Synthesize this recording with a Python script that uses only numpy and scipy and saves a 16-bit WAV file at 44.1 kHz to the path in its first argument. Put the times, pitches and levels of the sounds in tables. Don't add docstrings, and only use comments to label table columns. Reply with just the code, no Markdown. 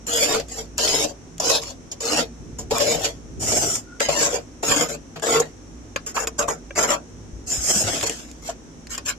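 import sys
import numpy as np
from scipy import signal
from scipy.fft import rfft, irfft
from scipy.io import wavfile
from scipy.ndimage import uniform_filter1d

SR = 44100
rng = np.random.default_rng(int(sys.argv[2]) if len(sys.argv) > 2 else 0)


def store_wav(level_fs):
    pcm = np.round(np.clip(np.atleast_2d(level_fs), -1, 1) * 32767)
    wavfile.write(sys.argv[1], SR, pcm.T.astype(np.int16))


N = 404816

# frequency in Hz, relative level in dB.
FLOOR_COLOUR = [(15, -41.5), (25, -16), (59, -12.5), (120, -18), (156, -13), (187, -23.5), (237, -8.5),
                (593, -25), (4810, -42.5), (5780, -27.5), (13000, -60)]
FLOOR_DB = -43.5
# frequency in Hz, level in dB before it wavers.
HUM = [(57, -45.5), (101, -53.5), (165, -53.5)]
# time in seconds, level in dB.
JOSTLE = [
    [(2.4, -40.5), (3.016, -39.5), (3.06, -50), (3.36, -41), (3.396, -32.5), (3.708, -41), (3.82, -55)],
    [(7.1, -47), (7.58, -44), (7.678, -53), (7.866, -39), (8.1, -59)],
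]
# frequency in Hz, relative level in dB.
RUMBLE_COLOUR = [(15, -10), (45, -4), (110, 4.5), (220, -6.5), (400, -6.5), (1500, -62)]
# frequency in Hz, correlation (1 is mono).
LIKENESS = [(50, 0.39), (300, 0.82), (1000, 0.024), (5000, 0.014)]

# start, leaning in, hold and lifting off in seconds, then drive in dB of
STROKES = [ (0.065, 0.11, 0.082, 0.174, -22.5, -24.5, -27.5),
           (0.27, 0.051, 0.024, 0.097, -27.5, -23, -22.5), (0.48, 0.11, 0.012, 0.079, -34, -36.5, -37.5),
           (0.774, 0.031, 0.24, 0.017, -26, -22, -26.5), (1.062, 0.0039, 0.038, 0.039, -42.5, -43, -41),
           (1.399, 0.083, 0.078, 0.083, -23, -22.5, -25.5), (1.614, 0.0034, 0.082, 0.063, -37.5, -38, -43),
           (2.002, 0.12, 0.078, 0.065, -25, -23.5, -24), (2.701, 0.062, 0.055, 0.045, -30.5, -28.5, -26.5),
           (2.786, 0.021, 0.14, 0.12, -28, -25, -22.5), (2.98, 0.065, 0.014, 0.11, -30, -28, -30.5),
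           (3.997, 0.0023, 0.042, 0.11, -28.5, -24.5, -35.5), (4.082, 0.006, 0.165, 0.18, -26, -27, -26),
           (4.308, 0.034, 0.019, 0.063, -32, -31, -26.5), (4.625, 0.084, .11, 0.11, -21, -24.5, -23.5),
           (4.883, 0.0038, 0.061, 0.031, -33.5, -38.5, -36.5), (5.219, 0.07, 0.076, 0.1334, -25, -23, -23),
           (6.142, 0.0058, 0.09, 0.029, -31, -33, -36), (6.381, 0.013, 0.033, 0.048, -27.5, -23.5, -24),
           (6.475, 0.0075, 0.022, 0.077, -28, -25.5, -30.5), (6.752, 0.03, 0.06, 0.059, -23, -22.5, -25),
           (6.872, 0.019, 0.041, 0.054, -25.5, -22.5, -24.5),
           (8.025, .001, 0.013, 0.025, -24.5, -29, -26.5), (8.053, 0.0049, 0.015, 0.036, -25.5, -29, -37),
           (8.416, 0.066, 0.021, 0.052, -39.5, -40.5, -45.5), (8.893, 0.049, 0.01, 0.023, -30.5, -32, -48),
           (9.05, 0.037, 0.016, 0.046, -28.5, -27, -45), ]
# time in seconds, then tilts in dB per octave of the fizz,
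# the crunch and the liner.
ICE = [(0.3, 3, 2, 1.5), (1.5, -14.5, 10.5, 8), (2.15, -2, 3.5, 5), (2.9, 1.5, 3.5, 4.5), (3.6, -6, 1, 0),
       (4.2, -3, -1.5, 4.5), (5.0, 2, -2.5, -2), (6.001, -0.5, -5.5, 11), (6.45, -1, -14.5, 4.5),
       (6.9, -1.5, -9, 4.5), (7.8, -3, 0.5, 2.5), (9.0, 3, -2.5, 10.5)]
# frequency in Hz, relative level in dB.
FIZZ = [(2500, -28), (4100, -21.5), (5200, 3), (6200, 0), (7100, 12), (7800, -1.5), (8600, -6.5),
        (9500, -14), (9950, -18), (11200, -9), (13000, -11)]
CRUNCH = [(100, -60), (400, -24.5), (850, -6.5), (1350, 3.5), (1950, 0.5), (2600, 3.5), (3300, 2.5),
          (3950, -2), (4600, 2.5), (5400, 0), (8000, -20.5)]
THUD = [(50, -41.5), (130, -2.5), (350, 4.5), (460, 4), (700, 10), (900, -3), (1500, -36), (4000, -69)]
# frequency in Hz, relative level in dB, left over right in dB.
LINER_MODES = [(154.5, -5.5, 2.5), (236.8, -6.5, -3), (303.4, -4, -0.5), (450.4, 3.5, 2), (477, 0, 0.5),
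               (563, -1, 11.5), (581.3, -6, 13), (664, -9.5, 12), (958, -13, -10), (1085, -15.5, 14)]
BLADE_MODES = [(5050, -14, 32), (5440, -4, -16), (7090, 3, -15)]
FOLLOW = (0.63, 0.79, 0.68)
BITE_DB = 14
LIFT_DB = 35
LINER_HANG_S = 0.0098
GRIP_S = 0.0017
CHIP_HZ = (1320, 5900)
CHIP_DB = -13.5

# time in seconds, fizz level in dB, crunch and liner in dB
# against the fizz, decay time of the break-up in seconds.
KNOCKS = [(0.067, -4.5, -16, -3, 0.00086), (0.396, -20.5, 4.5, 6, 0.003), (0.78, -21, 2.5, 3.5, 0.008),
          (0.875, -19.5, 15, -2, 0.0023), (1.04, -20, -15, 7.5, 0.0051), (1.398, -11, -9, -1.5, 0.0041),
          (1.914, -23.5, -8.5, -8, 0.0079), (2.004, -15, -14, -4, 0.0031), (2.584, -30, -11, -0.5, 0.018),
          (2.707, -21, 2.5, 14, 0.0071), (3.042, -18.5, 1, -6.5, 0.0099), (3.518, -16, -8, 2, 0.0088),
          (3.634, -24, -2, 12, 0.0045), (4.004, -11.5, 6, 12, 0.0017), (4.084, -25.5, 5.5, 16, 0.0093),
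          (4.207, -17, -3.5, 4, 0.0078), (4.628, -24.5, 0, 9.5, 0.0091), (5.157, -40, 6.5, 16, 0.012),
          (5.396, -10.5, -19, 2.5, 0.0053), (5.961, -17.5, 6.5, 6, 0.002), (6.061, -31.5, -7.5, -10, 0.032),
          (6.163, -29, 13.5, 11, 0.0055), (6.27, -17, -7.5, -5.5, 0.0067), (6.388, -10, -15, -10, 0.0052),
          (6.9, -14, -1.5, 4, 0.0049), (7.495, -20, -20, -20, .006), (7.638, -18, -23, -25, 0.0053),
          (8.095, -22, -5, 11.5, 0.0019), (8.492, -27, -2, 8.5, 0.0039), (8.976, -19.5, -1.5, -6.5, 0.0043)]
# start and length in seconds, pitch in Hz, width in Hz,
# level in dB before the swell.
SQUEAKS = [(0.11, 0.093, 3360, 190, -28.5), (1.511, 0.095, 3880, 750, -24), (3.836, 0.17, 1430, 100, -47.5),
           (2.87, 0.055, 6900, 250, -24), (7.48, .1, 7000, 270, -26), (6.167, 0.024, 1100, 750, -20.5)]
# time in seconds, strength in dB, crunch against fizz in dB.
SNAPS = [(0.173, 0, -20), (0.7802, 3.5, -25), (1.381, -12, -10), (1.635, -9, -4), (2.783, 2, -8),
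         (3.755, 0.5, -16), (4.0041, 2, 1), (5.197, -13, 0), (5.961, -4, 11), (6.272, 0, -1.5),
         (6.786, -12, 0), (8.011, -4, 0), (8.0283, -0.5, 0), (8.038, -8, -7), (8.0962, 3, -9.5),
         (8.314, -15.5, -5), (8.87, -15.5, 2)]
SNAP_S = 0.00071
# start, leaning in, hold and lifting off in seconds,
# then levels in dB of the hiss, the crunch and the push on the tray at full pressure.
SWEEPS = [(3.394, 0.097, .27, 0.081, -24.5, -35.5, -32), (7.461, 0.07, 0.039, 0.13, -26.5, -38, -39.5),
          (7.601, 0.089, 0.094, 0.099, -22, -33.5, -34.5), (7.763, 0.038, 0.022, .05, -22.5, -36, -32),
          (7.825, 0.031, 0.078, 0.26, -29.5, -31.5, -32.5), (7.932, 0.053, 0.037, .03, -32.5, -35, -36.5),
          (8.09, .003, 0.017, 0.36, -35.5, -38.5, -41.5)]
# frequency in Hz, relative level in dB.
HISS = [(2500, -49), (4700, -19.5), (5100, -2), (6200, -3), (7100, 3.5), (8000, -5), (9000, -13),
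        (9550, -10), (9950, -52), (10800, -16.5), (12200, -14.5), (13000, -27)]
# time in seconds, frequency in Hz, level in dB
# before the soft onset, 60 dB decay time in seconds.
BUMPS = [(3.4, 100, -25, .2), (3.52, 640, -14, .045), (3.636, 850, -20, .035), (3.672, 400, -17, .05),
         (4.763, 290, -15, .08), (7.33, 55, -27, .35), (7.58, 58, -23, .2), (7.758, 205, -20, .12),
         (7.84, 100, -23, .28), (8.025, 100, -27, .12), (8.489, 678, -13, .05)]
# time in seconds, level in dB.
CLACKS = [(4.004, -15.5), (5.96, -14.5), (6.166, -24), (6.272, -25), (6.485, -24), (6.706, -28),
          (6.787, -18.5)]
# frequency in Hz before detuning, relative level
# in dB, 60 dB decay time in seconds.
CLACK_MODES = [(558, -4, 0.047), (1340, -6, 0.057), (1600, -2, 0.025), (1746, -15, 0.062),
               (2390, -6, 0.045), (2640, -10.5, 0.021), (3430, -11.5, 0.025), (6030, -11, .02)]
EDGE_HZ = 13250


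def amp(db):
    return 10 ** (np.asarray(db) / 20)


def evened(x):
    return x / np.sqrt(np.mean(x ** 2) + 1e-20)


def unit(response):
    return response / np.linalg.norm(response.mean(0))


def read(points, hz):
    f, value = np.transpose(points)
    return np.interp(np.log(hz + 1), np.log(f + 1), value)


def add(mix, s, sound):
    part = mix[:, max(round(s * SR), 0):][:, :sound.shape[1]]
    part += sound[:, :part.shape[1]]


def wander(n, hz):
    knots = np.arange(n) * hz / SR
    count = int(knots[-1]) + 2
    return evened(np.interp(knots, np.arange(count), rng.standard_normal(count)))


def noise(colour):
    hz = np.fft.rfftfreq(N, 1 / SR)
    left, other = rfft(rng.standard_normal((2, N)))
    same = np.clip(read(LIKENESS, hz), -1, 1)
    right = same * left + np.sqrt(1 - same ** 2) * other
    return evened(irfft(np.array([left, right]) * amp(read(colour, hz)), N))


def background():
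    t = np.arange(N) / SR
    hum = 0
    for hz, db in HUM:
        tone = np.sin(2 * np.pi * hz * t + 1.03 * wander(N, 12))
        hum = hum + amp(db) * tone * amp(3.6 * wander(N, 9))
    jostle = 0
    for contour in JOSTLE:
        times, db = np.transpose(contour)
        jostle = jostle + np.interp(t, times, amp(db), 0, 0)
    return amp(FLOOR_DB) * noise(FLOOR_COLOUR) + hum * amp([[-1.2], [1.2]]) + jostle * noise(RUMBLE_COLOUR)


def tilted(table, db_per_octave, pivot_hz):
    out = np.array(table, float)
    out[:, 1] += db_per_octave * np.log2(out[:, 0] / pivot_hz)
    return out


def click(colour, size=4096, uneven=1):
    log_gain = np.log(amp(read(colour, abs(np.fft.fftfreq(size, 1 / SR)))) / uneven)
    return np.fft.ifft(np.exp(np.conj(signal.hilbert(log_gain)))).real


def ring(modes, cycles, spread_db, skew, size=6000):
    hz, db, pan_db = np.transpose(modes)[:, :, None]
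    t, t60 = np.arange(size) / SR, cycles / hz
    weight, phase, lag = rng.standard_normal((len(modes), 3)).T[:, :, None]
    out = []
    for side in (1, -1):
        level = amp(db + spread_db * weight + side * pan_db / 2 - 60 * t / t60) / np.sqrt(t60)
        out.append((level * np.sin(2 * np.pi * (hz * t + phase) + side * skew * lag)).sum(0))
    return unit(np.array(out))


def compartment(colour, t60, wet_db, lag_s, size=6000):
    t = np.arange(size) / SR
    sparse = rng.standard_normal((2, size)) * (rng.random((2, size)) < .15)
    taps = sparse * (t > .0008) * amp(-60 * t / t60)
    taps *= amp(wet_db) / np.linalg.norm(taps, axis=1, keepdims=True)
    for port in taps:
        port[int(rng.random() * lag_s * SR)] += 1
    z = np.fft.fft(taps)
    power = (abs(z) ** 2).mean(0) + abs(z.mean(0)) ** 2
    broad = uniform_filter1d(power, size=45, mode="wrap") ** .5
    return unit(signal.fftconvolve(taps, click(colour, size, broad)[None], axes=1)[:, :size])


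def contact(s):
    times, *tilts = np.transpose(ICE)
    fizz_tilt, crunch_tilt, liner_tilt = (np.interp(s, times, tilt) for tilt in tilts)
    fizz = compartment(tilted(FIZZ, fizz_tilt, pivot_hz=7000), t60=0.036, wet_db=0.0, lag_s=.0003)
    blade = ring(tilted(BLADE_MODES, fizz_tilt, pivot_hz=7000), cycles=200, spread_db=2, skew=.8)
    crunch = compartment(tilted(CRUNCH, crunch_tilt, pivot_hz=2000), t60=0.096, wet_db=4.0, lag_s=0.00045)
    thud = compartment(tilted(THUD, liner_tilt, pivot_hz=500), t60=0.18, wet_db=3.0, lag_s=0.00019)
    thud = thud * amp([[2.5], [-2.5]])
    drum = ring(tilted(LINER_MODES, liner_tilt, pivot_hz=500), cycles=53, spread_db=2.5, skew=0.33)
    return unit(fizz + amp(-15.0) * blade), unit(crunch), unit(drum + amp(-6.5) * thud)


def fractures(n, per_s, spread_db):
    size = amp(spread_db * np.minimum(rng.exponential(1, n), 4))
    return evened(size * rng.choice([-1, 1], n) * (rng.random(n) < per_s / SR))


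def stick_slip(n, per_s, jitter, release_s, depth):
    turns = np.cumsum(per_s * np.exp(jitter * wander(n, per_s))) / SR
    slips = np.diff(np.floor(turns), prepend=0) * rng.uniform(.3, 1, n)
    bursts = signal.lfilter([1], [1, -np.exp(-1 / (release_s * SR))], slips)
    return evened(1 + depth * evened(bursts))


def pressure(t, rise_s, hold_s, lift_s, follow):
    lean = np.clip(1 - t / max(rise_s, .001), 0, 1) ** 1.2
    lift = np.maximum(t - rise_s - hold_s, 0) / max(lift_s, .005)
    return -BITE_DB * follow * lean - LIFT_DB * lift


def chips(n, per_s, crumble_s, sharpness, size=1200):
    out, t = np.zeros((2, n)), np.arange(size) / SR
    for at, place, strength in rng.random((int(per_s * n / SR) + 1, 3)):
        hz = CHIP_HZ[0] * (CHIP_HZ[1] / CHIP_HZ[0]) ** place
        shared, *ports = rng.standard_normal((3, size)) * np.exp(-t / crumble_s)
        burst = signal.lfilter(*signal.iirpeak(hz, sharpness, SR), shared + np.array(ports))
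        add(out, at * n / SR, (.5 + strength) * evened(burst))
    return evened(out)


def smoothed_power(z):
    power = uniform_filter1d((abs(z) ** 2).mean(0), size=21, axis=0)
    return abs(uniform_filter1d(power, size=7, axis=1)) + 1e-18


def flakes(x, patchy_db, swing, width_hz, life_s, size=512):
    hz, t, z = signal.stft(x, SR, nperseg=size, noverlap=size - size // 4)
    across = np.exp(-(np.subtract.outer(hz, hz) / width_hz) ** 2)
    along = np.exp(-(np.subtract.outer(t, t) / life_s) ** 2)
    colour, pan, phase = (evened(across @ rng.standard_normal(z.shape[1:]) @ along) for _ in range(3))
    small = np.clip(hz / 2000, 0, 1)[:, None]
    side = np.array([1, -1])[:, None, None]
    gain = amp(small * patchy_db * (np.clip(colour, -2, 2) + side * pan / 2))
    gain = gain * np.exp(1j * side * small * swing * phase)
    gain *= np.sqrt(smoothed_power(z) / smoothed_power(z * gain)) ** small
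    return signal.istft(z * gain, SR, nperseg=size, noverlap=size - size // 4)[1]


def stroke(start, rise_s, hold_s, lift_s, fizz_db, crunch_db, liner_db):
    t = np.arange(0, np.round(rise_s + hold_s + lift_s + .07, 1), 1 / SR)
    n, length_s = len(t), rise_s + hold_s
    bite = np.minimum(t / GRIP_S, 1)
    grip = bite * stick_slip(n, per_s=130, jitter=.55, release_s=.002, depth=.85)
    fine = fractures(n, per_s=8000, spread_db=-1.5)
    coarse = fractures(n, per_s=3200, spread_db=2.5)
    fizzing = amp(fizz_db + pressure(t, rise_s, hold_s, lift_s, FOLLOW[0]))
    crushing = amp(crunch_db + pressure(t, rise_s, hold_s, lift_s, FOLLOW[1]))
    shaking = amp(liner_db + pressure(t, rise_s, hold_s + LINER_HANG_S, lift_s, FOLLOW[2]))
    drives = fine * fizzing, coarse * crushing * amp(-2.0), coarse * shaking
    travel = 2 * np.minimum(t / (length_s + lift_s / 2), 1)
    rasp = 0
    for place in range(3):
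        nearness = np.cos(np.pi / 2 * np.minimum(abs(travel - place), 1))
        for drive, response in zip(drives, contact(start + length_s * place / 2)):
            rasp = rasp + signal.fftconvolve((nearness * grip * drive)[None], response, axes=1)
    rasp = amp(-1.0) * rasp
    loose = chips(n, per_s=90, crumble_s=.0018, sharpness=4)
    add(rasp, 0, amp(CHIP_DB) * bite * crushing * loose)
    return start, flakes(rasp, patchy_db=6, swing=.6, width_hz=110, life_s=.026)


def knock(s, db, crunch_db, liner_db, length_s, size=2600):
    t = np.arange(size) / SR
    shape = (1 - np.exp(-t / 0.0016)) ** 2 * np.exp(-t / max(length_s, .001))
    burst = evened(fractures(size, per_s=8300, spread_db=-1.0) * shape) * np.sqrt(np.mean(shape ** 2))
    gains = amp(db + np.array([0, crunch_db, liner_db]))
    response = sum(gain * part for gain, part in zip(gains, contact(s)))
    return s, signal.fftconvolve(burst[None], response, axes=1)


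def squeak(s, length_s, hz, width_hz, db):
    f = np.fft.rfftfreq(SR, 1 / SR)
    band = np.exp(-2 * ((f - hz) / max(width_hz, 10)) ** 2)
    n = int(np.clip(length_s, .01, .5) * SR)
    note = irfft(rfft(rng.standard_normal((2, SR))) * band)[:, :n] * amp(2 * wander(n, 45))
    blended = evened(note + note[::-1] / 2)
    return s, amp(db) * np.hanning(n) ** .5 * blended


def snap(s, db, crunch_db, size=400):
    age = np.arange(size) / SR / SNAP_S
    crack = rng.standard_normal(size) * np.sqrt(age) * np.exp(-age)
    tick = compartment(FIZZ, t60=.012, wet_db=-5, lag_s=0)
    low_crack = compartment(CRUNCH, t60=.03, wet_db=-2, lag_s=0)
    colour = tick + amp(crunch_db) * low_crack
    return s, amp(db) * unit(signal.fftconvolve(crack[None], colour, axes=1))


def sweep(start, rise_s, hold_s, lift_s, hiss_db, crunch_db, tray_db):
    t = np.arange(0, np.round(rise_s + hold_s + lift_s + .07, 1), 1 / SR)
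    n, out = len(t), 0
    lumps = wander(n, 55)
    colours = HISS, CRUNCH, tilted(THUD, -1.6, pivot_hz=500)
    levels_db = hiss_db, crunch_db, tray_db
    shares = .2, .3, 1.6
    lumpiness_db = 1.1, 2.2, 3.2
    for colour, db, follow, shared, lumpy_db in zip(colours, levels_db, FOLLOW, shares, lumpiness_db):
        both, *ports = (fractures(n, per_s=7000, spread_db=2.0) for _ in range(3))
        grains = (shared * both + np.array(ports)) * amp(lumpy_db * lumps)
        grains = signal.fftconvolve(grains, click(colour)[None], axes=1)[:, :n]
        load = amp(db + pressure(t, rise_s, hold_s, lift_s, follow))
        out = out + grains / grains.mean(0).std() * load
    return start, flakes(out * np.minimum(t / .015, 1), patchy_db=5, swing=.6, width_hz=130, life_s=.028)


def bump(s, hz, db, t60, size=6000):
    t = np.arange(size) / SR
    note = amp(db - 60 * t / t60) * np.sin(2 * np.pi * hz * t) * (1 - np.exp(-t / .003))
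    return s, note * amp([[2], [-2]])


def clack(s, db, size=4000):
    t = np.arange(size) / SR
    hz, mode_db, t60 = np.transpose(CLACK_MODES)[:, :, None]
    detune, phase, skew = rng.standard_normal((len(CLACK_MODES), 3)).T[:, :, None]
    level = amp(db + mode_db - 60 * t / t60)
    angle = 2 * np.pi * (hz * (1 + .02 * detune) * t + phase)
    rings = np.array([(level * np.sin(angle + side * skew)).sum(0) for side in (1, -1)])
    crack = rng.standard_normal(size) * np.sqrt(t) * np.exp(-t / 0.0022)
    return s, signal.fftconvolve(rings, crack[None] / np.linalg.norm(crack), axes=1)


def scene():
    mix = background()
    sources = ((stroke, STROKES), (knock, KNOCKS), (squeak, SQUEAKS), (snap, SNAPS),
               (sweep, SWEEPS), (bump, BUMPS), (clack, CLACKS))
    for source, table in sources:
        for row in table:
            add(mix, *source(*row))
    return mix


def record(dry):
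    lowpass = signal.firwin(511, EDGE_HZ, window=("kaiser", 9), fs=SR)
    return signal.oaconvolve(dry, lowpass[None], "same")


dry = scene()
out = record(dry)
store_wav(out)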